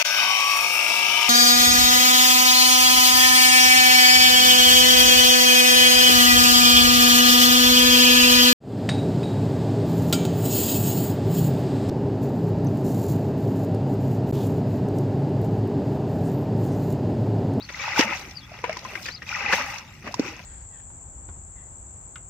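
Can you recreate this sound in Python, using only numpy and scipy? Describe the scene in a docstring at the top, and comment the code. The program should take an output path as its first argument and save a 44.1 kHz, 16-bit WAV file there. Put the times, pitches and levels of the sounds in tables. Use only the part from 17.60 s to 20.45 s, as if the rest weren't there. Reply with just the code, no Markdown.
"""Small birds call over a faint outdoor rumble as a plastic bucket scoops a shallow muddy pool.
The first throw swells into a rush of drops and bubbles, lands with a broad slap at 0.4 s and patters away.
The water laps, and the bucket gulps air with a low knock. A second throw lands at 1.9 s.
Near 2.5 s the bucket dips again, knocking and gurgling under a few faint, high bird calls."""
import sys
import numpy as np
from scipy import signal
from scipy.fft import rfft, irfft
from scipy.io import wavfile
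from scipy.ndimage import uniform_filter1d

SR = 44100
rng = np.random.default_rng(int(sys.argv[2]) if len(sys.argv) > 2 else 0)


def dump_mix(stems):
    """Bounce the given channels to the path in sys.argv[1] as a 16-bit WAV at rate SR."""
    frames = np.atleast_2d(stems).T  # one column per channel
    limited = np.clip(frames, -1, 1)  # hard clip at full scale
    pcm = np.round(limited * 32767).astype(np.int16)
    wavfile.write(sys.argv[1], SR, pcm)


N = 125685

BUBBLE_CYCLES = 5.06  # vibrations before a bubble fades to about a third
SPATTER_PER_S = 6500


def undb(db):
    """Turn decibels into a number to multiply by."""
    return 10 ** (np.asarray(db) / 20)


def unit(x):
    """Scale a sound to an average power of 1."""
    return x / np.sqrt(np.mean(x ** 2) + 1e-18)


def curve(rows):
    """Loudness over time, drawn through points of (time [s], level [dB])."""
    return undb(np.interp(np.arange(N) / SR, *np.array(rows).T))


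def colour(x, rows, share=1):
    """Shape the tone with points of (frequency [Hz], level [dB]); share scales the levels."""
    size = 4096
    hz, db = np.array(rows, float).T
    f = np.maximum(np.arange(size // 2 + 1) * SR / size, 1)
    gain = undb(share * np.interp(np.log(f), np.log(hz), db))
    cepstrum = irfft(np.log(gain))
    cepstrum[1:size // 2] *= 2  # folded so the filter rings only after a hit, never before
    cepstrum[size // 2 + 1:] = 0
    return signal.fftconvolve(x, irfft(np.exp(rfft(cepstrum))))[:len(x)]


def spread(pair, tone):
    """Give a (middle, side) pair a tone and turn it into left and right; high sounds are widest."""
    # how wide the sound is (frequency [Hz], side level [dB])
    width = [(60, -26.5), (200, -14), (400, -5), (700, -7), (1300, -8.5), (2400, -2.5), (4400, 0),
             (8000, 3), (15000, -1)]
    # lean to the left, of which each ear takes a share (frequency [Hz], lean before sharing [dB])
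    lean = [(100, -0.5), (380, 2.5), (700, 0), (1300, 1), (2300, 6.5), (4400, -0.5), (8000, 2), (15000, -2)]
    gain = 1 / np.linalg.norm(colour(signal.unit_impulse(SR // 20), tone))  # the tone adds no power
    mid = colour(pair[0], tone)
    side = colour(colour(pair[1], tone), width)
    return gain * np.array([colour(mid + side, lean, 0.65), colour(mid - side, lean, -0.098)])


def add(out, start_s, x, left_db=0):
    """Mix in a short sound, left_db louder on the left than on the right."""
    i = int(start_s * SR)
    x, i = x[max(-i, 0):], max(i, 0)
    x = x[:max(N - i, 0)]
    out[:, i:i + len(x)] += x * undb(np.array([[left_db], [-left_db]]) / 2)


def tremble(per_s):
    """A smooth random wobble, about 1 in size."""
    size = int(SR / per_s)
    return unit(uniform_filter1d(uniform_filter1d(rng.standard_normal(N), size), size))


def bursts(rows, rise_s=0.001):
    """Loudness of sudden bursts (time [s], level [dB], fade [s]); a fade is a fall of 60 dB."""
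    t, power = np.arange(N) / SR, np.zeros(N)
    for start, db, fade_s in rows:
        rise = np.clip((t - start) / rise_s, 0, 1)
        fade = np.exp(-np.log(1000) * np.abs(t - start) / fade_s)
        power += (rise * undb(db) * fade) ** 2
    return np.sqrt(power)


def clicks(per_s, uneven_db):
    """Drops of uneven size hit at random, as a (middle, side) pair."""
    size = undb(uneven_db * np.minimum(rng.exponential(size=N), 4))
    hits = (rng.random(N) < per_s / SR) * size * rng.choice([-1, 1], N)
    return np.array([unit(hits), unit(hits * rng.standard_normal(N))])


def ring(hz, fade_s, rise_cycles, glide_per_s=0):
    """Air trapped in water rings: it swells quickly and fades, and any glide lifts its pitch."""
    t = np.arange(int(SR * fade_s) + 1) / SR
    rise = 1 - np.exp(-t * hz / rise_cycles)
    fade = np.exp(-np.log(1000) * t / fade_s)
    return rise * fade * np.sin(2 * np.pi * hz * t * (1 + glide_per_s * t / 2))


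def bubbles(per_s, low_hz, high_hz, cycles):
    """A cloud of briefly ringing bubbles, as a (middle, side) pair."""
    out = np.zeros((2, N))
    draws = rng.random((2 ** 13, 4))[:int(per_s * N / SR)]
    for when, pitch, size, side in draws:
        hz = low_hz + (high_hz - low_hz) * pitch
        life_s = cycles / hz
        gain = np.sqrt(hz) * undb(-3 * np.log(size + 0.02))  # many quiet, a few loud
        ping = gain * ring(hz, np.log(1000) * life_s, rise_cycles=0.27, glide_per_s=0.029 / life_s)
        i = int(when * N)
        out[:, i:i + len(ping)] += np.outer([1, 2 * side - 1], ping[:N - i])
    return np.array([unit(out[0]), unit(out[1])])


def outdoors():
    """A steady distant hiss and a low rumble."""
    # tones of the hiss and the rumble (frequency [Hz], relative level [dB])
    hiss_tone = [(40, 6), (110, 18.5), (400, 5), (750, -8), (1500, -10), (2400, -17), (3300, -28),
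                 (5800, -16), (8000, -29), (15500, -30)]
    rumble_tone = [(20, -35), (40, -7.5), (65, 3), (110, 2.5), (170, -2), (300, -14), (800, -46)]
    hiss = undb(-59.5) * spread(rng.standard_normal((2, N)), hiss_tone)
    rumble = undb(-47.5) * spread(rng.standard_normal((2, N)), rumble_tone)
    return hiss + rumble


def birds():
    """Small birds give thin, wavering whistles, mostly from the left."""
    # whistles (time [s], length [s], first pitch [Hz], middle [Hz], last [Hz], level [dB], left [dB])
    calls = [(-.005, .045, 3500, 4000, 5400, -44, 7), (.036, .022, 5200, 4150, 5300, -47, 6),
             (.752, .05, 4880, 4700, 4050, -43, 8), (.796, .068, 4200, 3380, 3600, -53, 7),
             (1.448, .045, 3900, 4950, 4300, -43, 6), (1.499, .05, 3750, 4450, 5000, -43, 8),
             (1.54, .025, 4750, 4950, 3700, -41, 8), (1.563, .021, 3900, 4350, 3750, -46, 6),
             (2.22, .19, 6300, 7350, 7550, -66, 1), (2.55, .16, 6850, 7550, 7750, -64, 1),
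             (2.77, .1, 6150, 6550, 6900, -64, 1)]
    out = np.zeros((2, N))
    waver = tremble(per_s=520)
    for start, length, first, middle, last, db, left_db in calls:
        progress = np.linspace(0, 1, int(length * SR))
        wobble = np.roll(waver, -int(start * SR))
        tune = np.polyval(np.polyfit([0, .5, 1], [first, middle, last], 2), progress)
        hz = tune * (1 + .021 * wobble[:len(progress)])
        level = undb(db + 4 * wobble[-len(progress):])
        swell = np.sqrt(2 * np.abs(np.sin(np.pi * progress)))
        add(out, start, level * swell * np.sin(2 * np.pi * np.cumsum(hz) / SR), left_db)
    return out


def fizz():
    """The finest droplets make a high, crackling fizz."""
    # strength of the fizz (time [s], level [dB])
    levels = [(.06, -67.5), (.22, -64), (.33, -61), (.39, -44.5), (.47, -59.5), (.58, -54), (.75, -68.5),
              (1.15, -70.5), (1.44, -52), (1.57, -73.5), (1.7, -60), (1.88, -64.5), (1.94, -43),
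              (2.05, -58), (2.12, -53.5), (2.25, -69), (2.68, -63.5), (2.85, -70)]
    # its tone (frequency [Hz], relative level [dB])
    tone = [(5000, -73), (7500, 6), (11000, 1.5), (15000, 6.5)]
    droplets = undb(-1) * clicks(per_s=2700, uneven_db=-4)
    crackle = undb(-3) * clicks(per_s=130, uneven_db=2)
    return spread((droplets + crackle) * curve(levels), tone)


def gurgle():
    """Big bubbles ring low as water flows around and into the bucket."""
    # strength of the gurgle (time [s], level [dB])
    levels = [(.25, -73), (.36, -44), (.48, -32.5), (.58, -50.5), (.68, -48), (.87, -76), (.92, -41),
              (1.0, -63), (1.07, -45), (1.19, -51.5), (1.4, -45), (1.7, -70), (1.88, -42.5), (2.03, -45.5),
              (2.15, -59), (2.41, -60), (2.46, -42), (2.55, -53), (2.66, -39), (2.78, -56)]
    return bubbles(per_s=170, low_hz=174, high_hz=769.5, cycles=BUBBLE_CYCLES)[0] * curve(levels)


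def spray():
    """Fine spray patters down, with plips from tiny bubbles that never grow loud."""
    # strength of the spray (time [s], relative level [dB])
    levels = [(0, -59), (.07, -48.5), (.12, -46.5), (.23, -38), (.345, -43), (.395, -18), (.46, -46),
              (.58, -40.5), (.66, -51.5), (.88, -57.5), (1.13, -50.5), (1.41, -48.5), (1.46, -38),
              (1.58, -57.5), (1.65, -55.5), (1.69, -38), (1.9, -50), (1.935, -23.5), (1.98, -33.5),
              (2.05, -45), (2.15, -43), (2.24, -56.5), (2.41, -59.5), (2.47, -51), (2.56, -57.5),
              (2.68, -41.5), (2.74, -51), (2.85, -54.5)]
    # its tone (frequency [Hz], relative level [dB])
    tone = [(1500, -17), (3000, 11.5), (4300, 4.5), (5000, 9), (6000, 10.5), (6700, -0.5), (7400, -2),
            (8000, -37), (11500, -12), (15500, -10)]
    strength = curve(levels)
    mist = undb(-6.5) * clicks(per_s=2200, uneven_db=2)
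    plips = undb(-10.5) * bubbles(per_s=330, low_hz=3200, high_hz=7800, cycles=14)
    return spread(mist * strength + plips * np.minimum(strength, undb(-40)), tone)


def drips():
    """Fat drops fall into the pool, each ringing one small bubble."""
    # single drops (time [s], pitch [Hz], level [dB])
    drops = [(0.145, 2050, -20), (0.254, 2540, -19), (.279, 884, -11.5), (.361, 1490, -10.5),
             (.524, 915, -12.5), (1.128, 2180, -20), (1.294, 2670, -27), (1.375, 2300, -22.5),
             (1.667, 2500, -28.5), (1.691, 2420, -16), (1.717, 2390, -17.5), (1.727, 1420, -15),
             (1.744, 2400, -16.5), (1.75, 1950, -13), (1.76, 2520, -19), (1.861, 2490, -10),
             (1.902, 2600, -16)]
    out = np.zeros((2, N))
    for start, hz, db in drops:
        add(out, start, undb(db) * ring(hz, fade_s=0.02, rise_cycles=2.37, glide_per_s=1), left_db=4)
    return out


def ticks(fade_s=0.023):
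    """Water smacks the bucket wall in tight, bright clusters of droplets."""
    # smacks (time [s], level [dB])
    smacks = [(0.394, -19.5), (.409, -20), (0.709, -35.5), (1.128, -34), (1.17, -29.5), (1.19, -34),
              (1.248, -37), (1.429, -35.5), (1.929, -25), (2.183, -29), (2.522, -38), (2.542, -25.5),
              (2.595, -29)]
    # their tone (frequency [Hz], relative level [dB])
    tone = [(600, -32), (2400, 2.5), (3300, -4), (5300, 6), (7000, -6), (8500, -21), (15000, -21)]
    strength = bursts([(start, db, fade_s) for start, db in smacks])
    return spread(clicks(SPATTER_PER_S, uneven_db=2) * strength, tone)


def knocks():
    """Big air pockets close with a hollow thud; the shallow water gives off little bass."""
    # thuds (time [s], pitch [Hz], level before the bass cut [dB], fade [s])
    thuds = [(.393, 299, 6.5, 0.021), (.401, 490, -7.5, 0.03), (1.039, 478, -12, 0.023),
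             (1.931, 202, -14, 0.032), (1.936, 546, -14.5, 0.035), (2.439, 219, -26, 0.052),
             (2.472, 290, -17.5, 0.022), (2.5951, 289, 4.5, 0.022)]
    out = np.zeros((2, N))
    for start, hz, db, fade_s in thuds:
        note = ring(hz, fade_s, rise_cycles=1)
        overtone = undb(-8) * ring(hz * 1.426, fade_s, rise_cycles=1)
        add(out, start, undb(db) * (note + overtone))
    return signal.sosfilt(signal.butter(2, 165, "highpass", fs=SR, output="sos"), out)


def churning():
    """Scooped and thrown water swells into a rush of drops and bubbles."""
    # how hard the water churns (time [s], relative level [dB])
    levels = [(0, -51), (.08, -52), (.15, -41), (.28, -29), (.345, -31.5), (.395, -22.5), (.45, -32.5),
              (.53, -28.5), (.6, -41.5), (.72, -49), (.88, -51), (.94, -43.5), (1.02, -48), (1.12, -38),
              (1.21, -49), (1.33, -39), (1.41, -45.5), (1.56, -51.5), (1.655, -58), (1.685, -39),
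              (1.78, -31), (1.87, -29.5), (1.93, -22.5), (1.965, -29.5), (2.0, -25), (2.05, -34),
              (2.16, -37), (2.24, -48), (2.41, -54), (2.47, -36.5), (2.52, -47.5), (2.56, -51), (2.6, -39),
              (2.67, -36), (2.85, -55)]
    # tone of the splash (frequency [Hz], relative level [dB])
    tone = [(100, -43), (190, -11), (370, -40.5), (560, -2), (710, -13.5), (815, 3.5), (930, -0.5),
            (1060, -3), (1280, 1.5), (1750, -5), (2050, 1), (2200, -2.5), (2450, 0.5), (2850, -4),
            (3200, -18.5), (4400, -10.5), (5600, -10.5), (7000, -20.5), (8000, -65), (15500, -57)]
    drops = undb(-8) * clicks(per_s=3500, uneven_db=1)
    froth = undb(-11) * bubbles(per_s=1600, low_hz=225, high_hz=3620, cycles=BUBBLE_CYCLES)
    return spread((drops + froth) * curve(levels), tone)


def slaps():
    """Each slap of water throws spatter and rings an air pocket, which shudders as the water moves."""
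    # slaps (time [s], pocket pitch [Hz], its level [dB], its fade [s], spatter level [dB], its fade [s])
    hits = [(0.09, 1900, -26.5, 0.026, -32.5, 0.054), (0.102, 530, -25, 0.016, -37.5, .04),
            (.193, 2290, -28, 0.12, -32, 0.064), (.379, 870, -9.5, 0.037, -39, 0.07),
            (0.3909, 906, -10, 0.04, -13, 0.039), (0.408, 2860, -15, 0.042, -14.5, 0.035),
            (0.423, 868, -22.5, 0.18, -23.5, 0.1), (0.988, 1950, -35, .02, -31.5, 0.015),
            (1.040, 957, -13.5, 0.037, -29.5, 0.12), (1.094, 627, -17.5, 0.05, -29.5, 0.051),
            (1.168, 990, -25.5, 0.028, -28, 0.019), (1.25, 1024, -26, 0.055, -36, 0.053),
            (1.353, 2070, -25, 0.033, -27.5, 0.048), (1.456, 2456, -27.5, 0.045, -33.5, 0.096),
            (1.484, 1740, -24, 0.02, -29.5, 0.067), (1.62, 1850, -32, 0.04, -36.5, 0.092),
            (1.925, 1370, -8, 0.019, -16, 0.047), (1.933, 1720, -8.5, 0.022, -19, 0.017),
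            (1.936, 928, -15, 0.037, -37, 0.027), (2.474, 1136, -21, 0.017, -35, 0.057),
            (2.541, 970, -3.5, 0.009, -28, 0.018), (2.792, 970, -40, 0.054, -35, 0.042)]
    # tone of the spatter (frequency [Hz], relative level [dB])
    tone = [(120, -66), (300, -6), (520, 4), (700, -12.5), (900, -0.5), (1100, -1), (1500, 6), (2600, 2),
            (3400, -8.5), (4400, -14.5), (5600, -13), (7200, -25), (8200, -28), (15500, -40)]
    pockets = np.zeros((2, N))
    for start, hz, db, fade_s, _, _ in hits:
        add(pockets, start, undb(db) * ring(hz, fade_s, rise_cycles=0.82, glide_per_s=1), left_db=2.4)
    shudder = 1 + 0.35 * tremble(per_s=420)
    strength = bursts([(start, db, fade_s) for start, _, _, _, db, fade_s in hits])
    spatter = clicks(SPATTER_PER_S, uneven_db=3) * strength
    return pockets * shudder + spread(spatter, tone)


def scene():
    """Water and birds echo faintly off the leafy banks, over the sound of the open air."""
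    echo_fade_s, echo_db = 0.094, -11.5
    t = np.arange(SR // 2) / SR
    scatter = rng.standard_normal((2, len(t))) * np.exp(-np.log(1000) * t / echo_fade_s)
    scatter /= np.linalg.norm(scatter, axis=1, keepdims=True)
    direct = churning() + spray() + gurgle() + fizz() + slaps() + drips() + ticks() + knocks() + birds()
    echo = undb(echo_db) * signal.fftconvolve(direct, scatter, axes=1)[:, :N]
    return direct + echo + outdoors()


def record(dry):
    """The highest treble, above 15400 Hz, is cut away."""
    return signal.sosfilt(signal.ellip(10, .2, 80, 15400, fs=SR, output="sos"), dry)


dry = scene()
out = record(dry)
dump_mix(out)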